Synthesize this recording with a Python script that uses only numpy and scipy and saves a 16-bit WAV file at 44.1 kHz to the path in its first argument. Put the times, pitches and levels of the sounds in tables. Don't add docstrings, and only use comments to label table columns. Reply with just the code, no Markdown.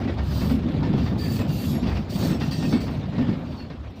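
import sys
import numpy as np
from scipy import signal
from scipy.io import wavfile
from scipy.ndimage import uniform_filter1d

SR = 44100
rng = np.random.default_rng(int(sys.argv[2]) if len(sys.argv) > 2 else 0)


def wrap_up_sound(samples):
    columns = np.atleast_2d(samples).T
    tamed = np.clip(columns, -1, 1)
    steps = np.round(tamed * 32767).astype(np.int16)
    wavfile.write(sys.argv[1], SR, steps)


def rack_gain(trim_db):
    fader = np.asarray(trim_db, float)
    return 10 ** (fader / 20)


N = 176400


def evened(x):
    return x / np.sqrt(np.mean(x ** 2) + 1e-20)


def add(mix, start_s, sound):
    part = mix[round(start_s * SR):][:len(sound)]
    part += sound[:len(part)]


def decay(t, t60):
    return rack_gain(-60 * t / t60)


def excerpt(x, start_s, length):
    return np.resize(x[round(start_s * SR):][:length], length)


def resonate(x, hz, width, order=1):
    turn = np.exp(2j * np.pi * np.cumsum(hz * np.ones(len(x))) / SR)
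    r = np.exp(-np.pi * width / SR)
    shifted = x * turn.conj() + 1e-18
    return 2 * (turn * signal.lfilter([(1 - r) ** order], np.poly([r] * order), shifted)).real


def noise(points, size, patch_db, flicker_db):
    hop = size // 4
    frames, hz = N // hop + 5, np.fft.rfftfreq(size, 1 / SR)
    a, b, patches = rng.standard_normal((frames, len(hz), 3)).T
    patches = uniform_filter1d(patches, size=8, axis=0)
    patches = evened(uniform_filter1d(patches, size=10, axis=1))
    flicker = evened(uniform_filter1d(rng.standard_normal(frames), size=5))
    f, db = np.transpose(points)
    colour_db = np.interp(np.log(hz + 1), np.log(f + 1), db, left=-70)[:, None]
    db = colour_db + patch_db * patches + flicker_db * flicker
    return evened(signal.istft((a + 1j * b) * rack_gain(db), nperseg=size, noverlap=size - hop)[1][:N])


def stroke(length, rise, fall):
    t = np.arange(0, length + 3 * fall, 1 / SR)
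    return t, np.minimum(t / rise, 1) ** 2 * np.exp(-(np.maximum(t - length, 0) / fall) ** 2 * 2)


def passing(t):
    sag_per_s, bend_per_s2 = 0.14, 0.31
    return 1 - sag_per_s * t - bend_per_s2 * t ** 2


# time in seconds, deep roar in dB, rail and wheel roar in dB,
# ground boom in dB.
BOGIE_LEVELS = [(0.0, -28.5, -37.5, -31), (0.07, -21.5, -38, -29), (0.12, -30, -40.5, -25.5),
                (0.92, -20.5, -39, -30.5), (0.98, -23.5, -39.5, -26), (1.58, -26.5, -41, -34.5),
                (1.9, -26.5, -39, -24.5), (2.08, -33.5, -42.5, -30), (2.24, -22, -34.5, -34),
                (2.53, -27.5, -42, -30), (2.75, -21.5, -39.5, -41), (2.84, -27, -39, -28),
                (3.11, -31, -43, -41), (3.19, -24.5, -39, -31.5), (3.87, -44.5, -48, -37),
                (4.0, -39.5, -48.5, -38.5)]
# frequency in Hz, density in dB per Hz.
DEEP_SPECTRUM = [(53, -71.5), (90, 2), (241, 0.5), (402, -15.5), (1200, -46), (1560, -84.5), (2640, -120)]
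# frequency in Hz, density in dB per Hz.
RAIL_SPECTRUM = [(180, -30.5), (300, -3), (337, -2), (391, -13.5), (535, -4), (685, -8), (1490, -19),
                 (3940, -24), (15500, -69.5)]
# frequency in Hz, density in dB per Hz.
GROUND_SPECTRUM = [(12, -49), (20, -33.5), (70, 10.5), (110, 2), (140, -28.5), (240, -120)]
# frequency in Hz, density in dB per Hz.
HAZE_SPECTRUM = [(5000, -28), (7000, -3), (10500, -5), (13000, -1.5), (15500, 1)]


def roar():
    s, *levels = np.transpose(BOGIE_LEVELS)
    deep_db, rail_db, ground_db = [np.interp(np.arange(N) / SR, s, db) for db in levels]
    ground = noise(GROUND_SPECTRUM, size=4096, patch_db=0.5, flicker_db=0.4) * rack_gain(ground_db - 2.0)
    deep = noise(DEEP_SPECTRUM, size=2048, patch_db=1.0, flicker_db=-0.8) * rack_gain(deep_db - 0.5)
    wash = rack_gain(0.5) * noise(RAIL_SPECTRUM, size=512, patch_db=2.5, flicker_db=1.62)
    haze = rack_gain(-30) * noise(HAZE_SPECTRUM, size=512, patch_db=1.2, flicker_db=3.0)
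    return ground + deep + rack_gain(rail_db) * (wash + haze)


# time in seconds, clatter in dB, thud in dB.
AXLE_KNOCKS = [(0.075, -31, -22.5), (0.179, -30, -49), (0.252, -46, -40), (0.407, -28, -17),
               (0.497, -32, -14.5), (0.636, -42, -19), (0.717, -42, -30), (0.794, -44, -31),
               (0.828, -28, -27), (0.928, -33.5, -11), (0.977, -32, -37), (1.06, -30, -29),
               (1.312, -33.5, -19.5), (1.389, -27, -12), (1.73, -32.5, -16.5), (1.828, -32.5, -19),
               (1.867, -29.5, -23), (1.955, -30.5, -33), (2.217, -32.5, -21), (2.298, -27, -15.5),
               (2.408, -25, -20), (2.512, -38, -48), (2.624, -28.5, -14), (2.723, -24.5, -12.5),
               (2.868, -32, -21), (2.92, -49, -40), (3.032, -40, -25.5), (3.129, -36, -20.5),
               (3.179, -31.5, -12.5), (3.279, -33.5, -13), (3.591, -37.5, -26), (3.698, -38.5, -25.5),
               (3.895, -49, -41)]
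# frequency in Hz, level in dB.
CLATTER_SPECTRUM = [(300, 2.5), (700, 2), (1500, -6), (3000, -12), (5000, -14), (7000, -34.5), (15000, -63)]
# frequency in Hz, width in Hz, level in dB.
THUD_MODES = [(161.5, 66, -2), (242, 88.2, -3), (309, 170, -14.5)]
# frequency in Hz, level in dB.
WHEEL_MODES = [(1830, 2.5), (2200, -6.5), (2700, 1), (3500, -9), (4650, -16)]


def knocks():
    knock_rise_s, clack_rise_s = 0.01425, 0.0027
    clatter_t60, thud_t60, ring_t60, blow_t60 = 0.29, 0.22, 0.18, 0.033
    out, t = np.zeros(N), np.arange(0, 1 / 4, 1 / SR)
    clatter = noise(CLATTER_SPECTRUM, size=256, patch_db=-1.0, flicker_db=2.0)
    rise = np.minimum(t / knock_rise_s, 1)
    clack_rise = np.minimum(t / clack_rise_s, 1)
    for s, clatter_db, thud_db in AXLE_KNOCKS:
        grit, colour = rng.standard_normal(len(t)), rng.standard_normal((len(WHEEL_MODES), 2))
        thud = evened(sum(rack_gain(db) * resonate(grit, f, w, order=2) for f, w, db in THUD_MODES))
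        blow = grit * rise * decay(t, blow_t60)
        ring = sum(rack_gain(db + 2 * c) * resonate(blow, f * (1 + 0.0157 * d), 4.8 / ring_t60, order=2)
                   for (f, db), (c, d) in zip(WHEEL_MODES, colour))
        here = excerpt(clatter, s, len(t))
        add(out, s, clack_rise * here * rack_gain(clatter_db - 5.5) * decay(t, clatter_t60))
        add(out, s, rise * thud * rack_gain(thud_db - 3.5) * decay(t, thud_t60))
        add(out, s, evened(ring) * rack_gain(clatter_db - 26.5))
    return out


# start in seconds, length in seconds, wheel song in dB, fine hiss in dB.
FLANGE_RUBS = [(.21, 0.17, -55, -54.5), (0.294, 0.21, -43.5, -53), (0.96, 0.1, -46, -58.5),
               (1.162, 0.19, -60.5, -46.5), (1.457, 0.23, -47.5, -46.5), (1.793, 0.168, -47, -61.5),
               (2.075, 0.2, -40.5, -45), (2.395, 0.04, -38.5, -50.5), (2.509, 0.0097, -36, -47),
               (2.55, 0.159, -40.5, -52), (2.804, 0.0052, -42, -49), (2.904, 0.016, -66.5, -60),
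               (3.182, 0.043, -68, -76), (3.447, 0.125, -52.5, -68), (3.943, 0.122, -58, -65.5)]
# frequency in Hz, density in dB per Hz.
HISS_SPECTRUM = [(1470, -27), (2500, -7), (3000, -7.5), (4680, -2), (5970, -12), (8160, -15), (10800, -23),
                 (13300, -18), (15500, -12)]


def rubs():
    lowest_mode_hz, mode_step_hz, mode_width_hz, low_blur = 3310, 455, 65, 5
    mode_spread_db, mode_swell_db, even_mode_db = 1.5, 3, -4
    rise_share, fall_s, flutter_db = 0.15, 0.086, 1.2
    swell_db, swell_s = -6.0, 0.06
    song_over_hiss_db, song_late_db, song_late_s = -3, -7, 0.09
    out, hiss = np.zeros(N), noise(HISS_SPECTRUM, size=512, patch_db=3.0, flicker_db=1.41)
    f, db = np.transpose(HISS_SPECTRUM)
    for s, length, song_db, hiss_db in FLANGE_RUBS:
        t, shape = stroke(length, rise_share * length, fall_s)
        grit, colour = rng.standard_normal(len(t)), rng.standard_normal((28, 8))
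        low, high = np.zeros((2, len(t)))
        for k, (detune, spread, *swells) in enumerate(colour):
            hz = lowest_mode_hz + mode_step_hz * (k + detune / 8)
            group, blur = (high, 1) if k > 5 else (low, low_blur)
            width = mode_width_hz * (1 + hz / 9000) * blur
            mode = resonate(grit, hz * passing(t), width, order=2)
            mode_db = np.interp(np.log(hz), np.log(f), db) + mode_spread_db * spread
            mode_db += even_mode_db * (1 - k % 2)
            turn_db = mode_swell_db * np.interp(t, np.linspace(0, 0.5, num=6), swells)
            add(group, 0, mode * rack_gain(mode_db + turn_db))
        flutter = uniform_filter1d(rng.standard_normal(len(t)), size=1200)
        flutter = rack_gain(flutter_db * evened(flutter))
        late_db = song_late_db * np.exp(-(t / song_late_s) ** 2)
        song = evened(low) * rack_gain(song_db - 4.5)
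        song += evened(high) * rack_gain(hiss_db + song_over_hiss_db + late_db)
        fine = excerpt(hiss, s, len(t)) * rack_gain(hiss_db + 2.5)
        onset = rack_gain(swell_db * min(4 * length, 1) * np.exp(-t / swell_s))
        add(out, s, shape * (song * flutter + fine) * onset)
    return out


# start in seconds, length in seconds, start pitch in Hz, level in dB.
MODE_SQUEALS = [(0.32, 0.13, 4800, -49), (.36, 0.15, 14100, -55), (0.393, 0.16, 10200, -65),
                (1.183, 0.14, 4680, -44), (1.19, 0.17, 1767, -51), (1.248, .08, 2690, -57),
                (1.48, 0.17, 2790, -54), (1.527, 0.23, 11950, -51.5), (1.58, 0.12, 13700, -57),
                (1.66, .1, 3800, -54), (1.7, 0.09, 5550, -56), (2.15, 0.19, 8300, -55),
                (2.2, 0.15, 5600, -52), (2.2, 0.1, 15400, -56), (2.517, 0.13, 1850, -50),
                (2.516, 0.094, 2700, -51), (2.571, 0.097, 7460, -57), (2.55, .22, 4720, -49),
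                (2.6, 0.08, 3400, -53), (0.067, 0.023, 1960, -47), (0.818, 0.021, 914, -40),
                (.83, 0.059, 2750, -61), (1.855, 0.13, 2490, -54), (3.18, 0.16, 1806, -52.5),
                (3.567, 0.049, 4400, -50.5), (1.485, 0.04, 4600, -48), (2.2, 0.13, 6550, -58),
                (2.621, 0.042, 2585, -45), (2.719, 0.041, 2235, -45), (3.3, 0.054, 2176, -51),
                (0.35, .15, 8500, -62), (0.3, .07, 12600, -62), (1.33, .09, 7500, -60),
                (1.33, .09, 8050, -61), (1.39, .03, 2600, -52), (1.575, .05, 4600, -50),
                (1.66, .1, 4750, -54), (1.66, .07, 5200, -56), (1.67, .1, 3400, -56), (1.67, .1, 6750, -60),
                (1.67, .12, 7500, -61), (2.135, .11, 4550, -48), (2.2, .09, 3980, -52),
                (2.55, .15, 5520, -55), (2.56, .14, 6350, -59), (2.59, .12, 3900, -54),
                (2.52, .15, 8500, -61), (2.51, .02, 4650, -46), (2.73, .07, 3250, -54),
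                (2.7, .1, 8100, -62)]


def squeals():
    steady_share, width_hz, wobble_hz = 0.55, 85, 22
    out = np.zeros(N)
    for s, length, hz, db in MODE_SQUEALS:
        t, shape = stroke(length, 0.0075, 0.05)
        grit = rng.standard_normal((len(t), 2)).T
        pitch = hz * passing(t) ** min(hz / 5000, 1)
        fuzz = np.sqrt(2) * evened(resonate(grit[0], pitch, width_hz * (1 + hz / 6000), order=2))
        wobble = wobble_hz * evened(uniform_filter1d(grit[1], size=500))
        steady = np.sqrt(2) * np.sin(2 * np.pi * np.cumsum(pitch + wobble) / SR)
        steady *= rack_gain(wobble[::-1] / 9)
        add(out, s, shape * rack_gain(db) * (steady_share * steady + (1 - steady_share) * fuzz))
    return out


# time in seconds, peak
# level in dB, pitch in Hz.
WHEEL_THUMPS = [(0.05, -11, 238), (0.12, -24, 102), (0.186, -26, 203), (0.285, -17.5, 164),
                (0.369, -14.5, 141.8), (0.428, -11.5, 186), (0.509, -10.5, 240), (0.656, -13, 236),
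                (0.73, -12, 159), (0.894, -10, 193.6), (1.005, -15, 199), (1.255, -15, 139),
                (1.33, -15, 184), (1.483, -9.5, 148), (1.665, -17, 102), (1.697, -19, 161),
                (1.825, -13, 227), (1.879, -16, 104), (1.978, -16.5, 143), (2.041, -25, 204),
                (2.094, -19.5, 183), (2.151, -12, 183), (2.224, -15, 168), (2.473, -15.5, 149),
                (2.577, -11.5, 161), (2.732, -8, 235.6), (2.849, -18, 102.9), (2.966, -18, 150),
                (3.083, -28, 103), (3.084, -17.5, 166.5), (3.167, -14.5, 164), (3.301, -11.5, 205.7),
                (3.536, -23, 203), (3.705, -27, 143.6), (3.827, -37, 102),
                (.535, -8.5, 250.3),
    (.68, -15, 249.5),
    (.935, -9.5, 213),
    (2.745, -12.5, 257),
    (3.2, -15.5, 264.6),
    (.8, -14.5, 189),
]


def thumps():
    rise_s, t60 = 0.0057, 0.08
    out, t = np.zeros(N), np.arange(0, 1 / 8, 1 / SR)
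    shape = (1 - np.exp(-t / rise_s)) ** 2 * decay(t, t60)
    shape /= shape.max()
    for s, db, hz in WHEEL_THUMPS:
        add(out, s, rack_gain(db - 6) * shape * np.sin(2 * np.pi * (hz * t + rng.random())))
    return out


def echoes(near):
    t = np.arange(0, 0.25, 1 / SR)
    tail = rng.choice([-1., 1.], len(t)) * (rng.random(len(t)) < 0.05)
    tail *= decay(t, 0.3) * (t > 0.004)
    return rack_gain(-11.5) * signal.fftconvolve(near, tail / np.linalg.norm(tail))[:N]


def scene():
    near = knocks() + rubs() + squeals() + thumps()
    return (roar() + near + echoes(near))[None]


def band_limit(x):
    return signal.sosfilt(signal.butter(12, 15880, fs=SR, output="sos"), x)


def record(dry):
    x = dry * np.minimum(np.arange(N) / (0.002 * SR), 1)
    lowpass = signal.firwin(511, 15560, window=("kaiser", 9), fs=SR)
    x = signal.oaconvolve(x, lowpass[None], "same")
    return band_limit(x)


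dry = scene()
out = record(dry)
wrap_up_sound(out)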